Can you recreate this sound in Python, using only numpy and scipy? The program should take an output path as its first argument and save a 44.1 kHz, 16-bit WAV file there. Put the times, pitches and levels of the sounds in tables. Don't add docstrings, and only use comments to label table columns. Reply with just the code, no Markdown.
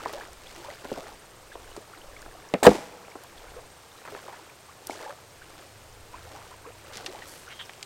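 import sys
import numpy as np
from scipy import signal
from scipy.fft import rfft, irfft, next_fast_len
from scipy.io import wavfile

SR = 44100
rng = np.random.default_rng(int(sys.argv[2]) if len(sys.argv) > 2 else 0)


def int16_out(signal):
    q = np.round(np.clip(np.atleast_2d(signal).T, -1, 1) * 32767)
    wavfile.write(sys.argv[1], SR, q.astype(np.int16))


N = 346185
TIME = np.arange(N) / SR

# pitch_hz, level_db
HULL_TONES = [(45, -25), (105, -28.5), (160, -20.5), (206, -14.5), (262, -16.5), (314, -13), (406, -7.5),
              (492, -0.5), (636, -11.5), (688, -8), (812, -9.5), (862, -7.5), (977, -21), (1362, -40),
              (1630, -24.5), (1830, -14.5), (1960, -31), (2490, -26), (2990, -23)]
# crest_s, bubbles_db, fizz_db, half_length_s
SMALL_WAVES = [(0.042, -40, -43.5, 0.16), (0.607, -50, -45.5, 0.13), (0.952, -44, -45.5, 0.13),
               (1.68, -52, -52.5, 0.09), (2.358, -50.5, -62.5, 0.78), (3.45, -51.5, -55.5, 0.18),
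               (4.2, -46, -48, 0.17), (5.007, -42.5, -46.5, 0.094), (5.592, -48.5, -51.5, 0.079),
               (6.345, -48.5, -49.5, 0.16), (7.074, -46.5, -46, 0.19), (7.49, -55, -48.5, 0.31)]
LANDING_S = 2.665


def pack_thump(level_db=0.5, swell_cycles=3.35, longest_swell_s=.012):
    out, t = np.zeros(N), TIME[:SR // 2]
    for k, (hz, db) in enumerate(HULL_TONES):
        age = t / min(swell_cycles / hz, longest_swell_s)
        swell = from_db(level_db + db) * age * np.exp(1 - age)
        add(out, LANDING_S, (-1) ** k * swell * np.sin(2 * np.pi * hz * t))
    return out


def blows():
    # start_s, level_db, pitch_hz, rattle_s
    hits = [(.059, -17, 560, 0.0047), (0.135, -27, 680, .006), (.851, -29, 445, 0.0064),
            (0.9171, -20, 306, .008), (.974, -27, 372, 0.01), (1.068, -31.5, 880, 0.0034),
            (1.555, -28, 517, .004), (1.765, -30.5, 670, .005), (1.776, -31.5, 276, 0.006),
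            (2.262, -31.5, 627, 0.0035), (2.5382, -11, 342, 0.0086), (2.54, -16.5, 1300, 0.0032),
            (2.628, -10.5, 417, .03), (2.65, -6.5, 513, .019), (2.667, -3, 715, 0.0083),
            (3.082, -31.5, 840, 0.0015), (3.155, -29.5, 493, .005), (4.052, -30.5, 1100, 0.0068),
            (4.076, -31, 880, 0.01), (4.149, -28, 980, 0.0028), (4.281, -31, 656, 0.019),
            (4.8967, -21, 470, 0.0019), (6.955, -42, 280, .03), (7.064, -31.5, 930, .012)]
    rebounds = [(s + .012, db - 16.5, hz, .014) for s, db, hz, _ in hits]
    settling = [(LANDING_S + .016 + k * .034, -7.5 - k * 7.5, 470, .011) for k in range(4)]
    return hits + rebounds + settling


def hull_knocks(ring_db=-12, ring_cycles=58, longest_ring_s=.2, rattle=0.42):
    out, t = np.zeros(N), TIME[:SR // 3]
    tones = []
    for hz, db in HULL_TONES:
        fade = die_away(t, min(ring_cycles / hz, longest_ring_s))
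        tones.append(from_db(db) * fade * np.sin(2 * np.pi * hz * t))
    for s, db, hz, rattle_s in blows():
        force = rattle * rng.standard_normal(len(t)) * np.exp(-t / rattle_s)
        force[0] += 3
        contact = peak_one(band(force, hz, octaves=1.85, order=3))
        tone_mix = from_db(rng.normal(0, 1, len(tones)))
        ringing = peak_one(tone_mix @ tones)
        add(out, s, from_db(db) * (contact + from_db(ring_db) * ringing))
    return out


def pack_cloth(slide_s=0.036, attack_s=0.0037, stop_s=.004, sag_fade_db_per_s=101.5):
    # pitch_hz, level_db
    slide_spectrum = [(700, 0.5), (1200, -7.5), (1800, -1), (2600, -11.5), (4200, -9), (5500, -17.5),
                      (8400, -9), (10500, -20), (13500, -19), (15800, -24.5)]
    # pitch_hz, level_db
    sag_spectrum = [(710, -32), (1200, -9.5), (1310, -3), (2330, -2.5), (2650, -6.5), (8240, -13),
                    (15500, -29)]
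    out, t = np.zeros(N), TIME[:SR // 2]
    cut_lows = signal.butter(2, 896, "high", fs=SR, output="sos")
    since_landing = np.maximum(t - slide_s, 0)
    sliding = np.minimum(t / attack_s, 1) * np.exp(-since_landing / stop_s)
    slide = sliding * from_db(-24.5 + 1.5 * np.minimum(t / slide_s, 1))
    sag = (t > slide_s) * from_db(-32 - sag_fade_db_per_s * since_landing)
    for loudness, spectrum in (slide, slide_spectrum), (sag, sag_spectrum):
        rasp = coloured(grains(len(t), per_s=4000, spread_db=2.5), spectrum)
        add(out, LANDING_S - slide_s, loudness * rms_one(signal.sosfilt(cut_lows, rasp)))
    return out


def clicks(snap=2.0):
    # start_s, peak_db, pitch_hz, decay_s
    contacts = [(.129, -30, 11000, .001), (0.136, -29, 3560, 0.0044), (.332, -31.5, 6000, .0012),
                (.928, -34, 3000, .0034), (1.765, -32.5, 4420, 0.0037), (2.219, -33.5, 5800, .001),
                (2.5387, -19.5, 3800, 0.00081), (2.6671, -7.5, 2710, .004), (3.237, -34.5, 6900, 0.00089),
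                (4.87, -24.5, 7260, 0.0024), (5.027, -37, 3550, .0024), (6.971, -24, 4600, 0.0021),
                (7.062, -21, 2970, 0.0055), (7.694, -29, 1450, 0.0026), (7.828, -21, 3800, 0.0026)]
    out, t = np.zeros(N), TIME[:SR // 16]
    for s, db, hz, decay_s in contacts:
        crack = rng.standard_normal(len(t)) * np.exp(-t / decay_s)
        crack[0] += snap
        add(out, s, from_db(db) * peak_one(band(crack, hz, octaves=1.7)))
    return out


def scuffs(rise_share=0.13):
    # start_s, level_db, length_s, pitch_hz, width_octaves, fade (1 even, less is later)
    slides = [(4.885, -46.5, 0.16, 4800, 1.6, 1.1), (6.922, -43.5, 0.11, 2460, 2.1, .6),
              (7.255, -49, 0.2, 6900, 1.5, 0.53), (7.5, -43.5, 0.044, 2060, 1.1, 0.23),
              (7.508, -56, 0.11, 3200, 0.086, .2), (7.59, -37.5, 0.06, 3230, 0.28, 0.81),
              (7.591, -41.5, .034, 1400, 1.4, .42)]
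    out = np.zeros(N)
    for s, db, length_s, hz, octaves, fade in slides:
        slips = rms_one(band(grains(SR // 2, per_s=3000, spread_db=1), hz, octaves))
        age = np.minimum(TIME[:len(slips)] / length_s, 1)
        swell = np.minimum(age / rise_share, 1) * (1 - age) ** fade
        add(out, s, from_db(db) * swell * slips)
    return out


def bubble(hz, cycles, rise):
    age = np.linspace(0, 1, int(cycles / hz * SR) + 2)
    swell = peak_one((1 - np.exp(-age * 30)) * (1 - age) ** 2)
    return swell * np.sin(2 * np.pi * cycles * (age + rise * age ** 3 / 3))


def gurgles(rise=1.1, scatter_s=.055, small_count=14):
    # start_s, base_level_db, starting_pitch_hz
    pockets = [(.005, -33, 1235), (.145, -31.5, 562), (.188, -35, 790), (.21, -32, 1650),
               (.47, -35.5, 3250), (.575, -39.5, 328), (.645, -34, 884), (.686, -32.5, 556),
               (.702, -35.5, 1910), (1.085, -37.5, 796), (1.518, -36.5, 1610), (1.935, -38, 1360),
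               (3.565, -34.5, 480), (4.122, -34.5, 391), (4.295, -38, 940), (4.33, -35, 884),
               (4.69, -39, 1085), (5.062, -30.5, 844), (5.093, -33.5, 540), (5.418, -37, 1470),
               (6.14, -33.5, 990), (6.272, -41, 710), (6.348, -37.5, 777), (6.515, -38, 960),
               (6.652, -36.5, 1026), (6.67, -37, 458), (7.08, -38.5, 360), (7.148, -35.5, 810),
               (7.221, -32.5, 1840), (7.478, -35.5, 1404)]
    out = np.zeros(N)
    for s, db, hz in pockets:
        add(out, s, from_db(db - 3) * bubble(hz, cycles=26, rise=rise * rng.uniform(0.35, 1)))
        for delay, smallness, weakness in rng.random((small_count, 3)):
            small = bubble(hz * 2 ** (1.8 * smallness + .5 * delay - .5), cycles=8, rise=rise / 2)
            small_db = db - 7 - 4.2 * smallness - 3.1 * weakness
            add(out, s + scatter_s * (delay - .15), from_db(small_db) * small)
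    return out


def bubble_crowd(low_hz, high_hz, cycles, rise, spread_db, count):
    # pitch_hz, level_db
    strengths = [(300, -9), (450, -1.5), (900, 0.5), (1600, 2), (3000, -11), (5000, -5)]
    out = np.zeros(N)
    for when, smallness, weakness in rng.random((count, 3)):
        hz = low_hz * (high_hz / low_hz) ** smallness
        db = at_hz(strengths, hz) - spread_db * np.log(weakness + 0.029)
        add(out, when * N / SR, from_db(db) * bubble(hz, cycles, rise))
    return rms_one(out)


def lapping():
    waves = swells([(s, db, half_s) for s, db, _, half_s in SMALL_WAVES], rest_db=-60.5)
    wash = bubble_crowd(272.8, 4420, cycles=11.9, rise=0.44, spread_db=1.5, count=3400)
    droplets = bubble_crowd(2000, 6000, cycles=24, rise=0.5, spread_db=7.0, count=500)
    return waves * (from_db(-2) * wash + from_db(-13) * droplets)


def sand_fizz(linger=1.1):
    # pitch_hz, level_db
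    spectrum = [(1500, 1.5), (3000, 1.5), (5000, -2), (8000, -6.5), (10500, -13.5), (15000, -17.5)]
    waves = swells([(s, db, half_s * linger) for s, _, db, half_s in SMALL_WAVES], rest_db=-57.5)
    grit = coloured(grains(N, per_s=3000, spread_db=3.5), spectrum)
    ticks = rms_one(band(grains(N, per_s=82, spread_db=-2.0), hz=9000, octaves=1.8))
    return waves * (from_db(-5) * grit + from_db(-20.5) * ticks)


def insect(hz=8600, sag_hz=140, strokes_per_s=17.9, pause_from_s=2.68, pause_to_s=3.13):
    strokes_done = strokes_per_s * TIME + .12 * drift(0.94)
    stroke = np.sin(np.pi * strokes_done) ** 10
    singing = (TIME < pause_from_s) | (TIME > pause_to_s)
    pitch_hz = hz - 2 * sag_hz * (strokes_done % 1 - .5) + 60 * drift(140)
    loudness = from_db(-58 + 1.477 * drift(8.6))
    return loudness * stroke * singing * np.sin(2 * np.pi * np.cumsum(pitch_hz) / SR)


def breeze():
    # peak_s, base_level_db, half_length_s
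    gusts = [(.33, -59, 0.23), (1.0, -62, 0.22), (1.6, -59, 0.15), (2.22, -54.5, .13), (3.5, -56.5, .12),
             (5.45, -65, .12), (6.08, -56.5, .14), (6.65, -66, 0.61)]
    # pitch_hz, level_db
    spectrum = [(20, -13), (45, -13), (80, -22.5), (160, -35), (400, -56.5)]
    flutter = from_db(5.5 + 1.4 * drift(8.7))
    return swells(gusts, rest_db=-81) * flutter * coloured(rng.standard_normal(N), spectrum)


def far_drone(peak_s=6.38, swell_db=-58, half_length_s=0.81):
    # pitch_hz, width_hz, level_db
    hum_bands = [(78.7, 11.4, -1), (103.7, 14, -1.5), (125, 8.3, -4.5)]
    hum = sum(from_db(db) * band(rng.standard_normal(N), hz, octaves=width_hz / hz / np.log(2))
              for hz, width_hz, db in hum_bands)
    return swells([(peak_s, swell_db, half_length_s)], rest_db=-65.5) * rms_one(hum)


def lake_hiss(level_db=-52.5):
    # pitch_hz, level_db
    spectrum = [(35, -25), (60, -12), (102, 0), (242, -7), (497, -1), (1100, -5.5), (3270, -12.5),
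                (6000, -14), (8400, -14.5), (9740, -20), (13800, -21.5), (15800, -26.5)]
    return from_db(level_db) * coloured(rng.standard_normal(N), spectrum)


def forest_echo(x, level_db=-32.5, fade_s=1.06, build_s=0.031):
    # pitch_hz, level_db
    spectrum = [(100, 0), (300, -10), (500, -13.5), (750, -5), (1050, 0), (2000, -17.5), (5000, -0.5),
                (15000, -36)]
    t = TIME[:3 * SR // 2]
    swell = (1 - np.exp(-t / build_s)) * die_away(t, fade_s)
    tail = swell * coloured(rng.standard_normal(len(t)), spectrum)
    return from_db(level_db) * signal.fftconvolve(x, tail / np.sqrt(np.sum(tail ** 2)))[:N]


def from_db(db):
    return 10 ** (np.asarray(db) / 20)


def rms_one(x):
    return x / np.sqrt(np.mean(x ** 2) + 1e-20)


def peak_one(x):
    return x / (np.abs(x).max() + 1e-20)


def die_away(t, fade_s):
    return np.exp(-np.log(1000) * t / fade_s)


def at_hz(spectrum, hz):
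    pitches, levels = np.array(spectrum).T
    return np.interp(np.log(hz), np.log(pitches), levels)


def add(out, s, sound):
    start = min(max(round(s * SR), 0), N)
    out[start:start + len(sound)] += sound[:N - start]


def band(x, hz, octaves, order=2):
    half_width = 2 ** (octaves / 2)
    edges = np.clip([hz / half_width, hz * half_width], [10, 20], [.4 * SR, .45 * SR])
    return signal.sosfilt(signal.butter(order, edges, "band", fs=SR, output="sos"), x)


def coloured(x, spectrum):
    size = next_fast_len(len(x))
    hz = np.maximum(np.arange(size // 2 + 1) * SR / size, 1)
    shaped = rfft(x, size) * from_db(at_hz(spectrum, hz))
    return rms_one(irfft(shaped, size)[:len(x)])


def drift(turns_per_s):
    return np.interp(TIME * turns_per_s, np.arange(2000), rng.standard_normal(2000))


def grains(size, per_s, spread_db):
    happens = rng.random(size) < per_s / SR
    return happens * rng.standard_normal(size) * from_db(spread_db * np.minimum(rng.exponential(1, size), 4))


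def swells(rows, rest_db):
    humps = [from_db(db) * np.exp(-.5 * ((TIME - s) / half_s) ** 2) for s, db, half_s in rows]
    return np.sqrt(sum(hump ** 2 for hump in humps) + from_db(rest_db) ** 2)


def scene():
    gear = pack_thump() + hull_knocks() + pack_cloth() + clicks() + scuffs()
    near = gear + gurgles() + lapping()
    background = sand_fizz() + insect() + breeze() + far_drone() + lake_hiss()
    return (near + background + forest_echo(near))[None]


def record(dry, cutoff_hz=15900):
    clipped = dry / (1 + dry ** 8) ** (1 / 8)
    return signal.sosfilt(signal.ellip(10, .1, 80, cutoff_hz, fs=SR, output="sos"), clipped)


dry = scene()
out = record(dry)
int16_out(out)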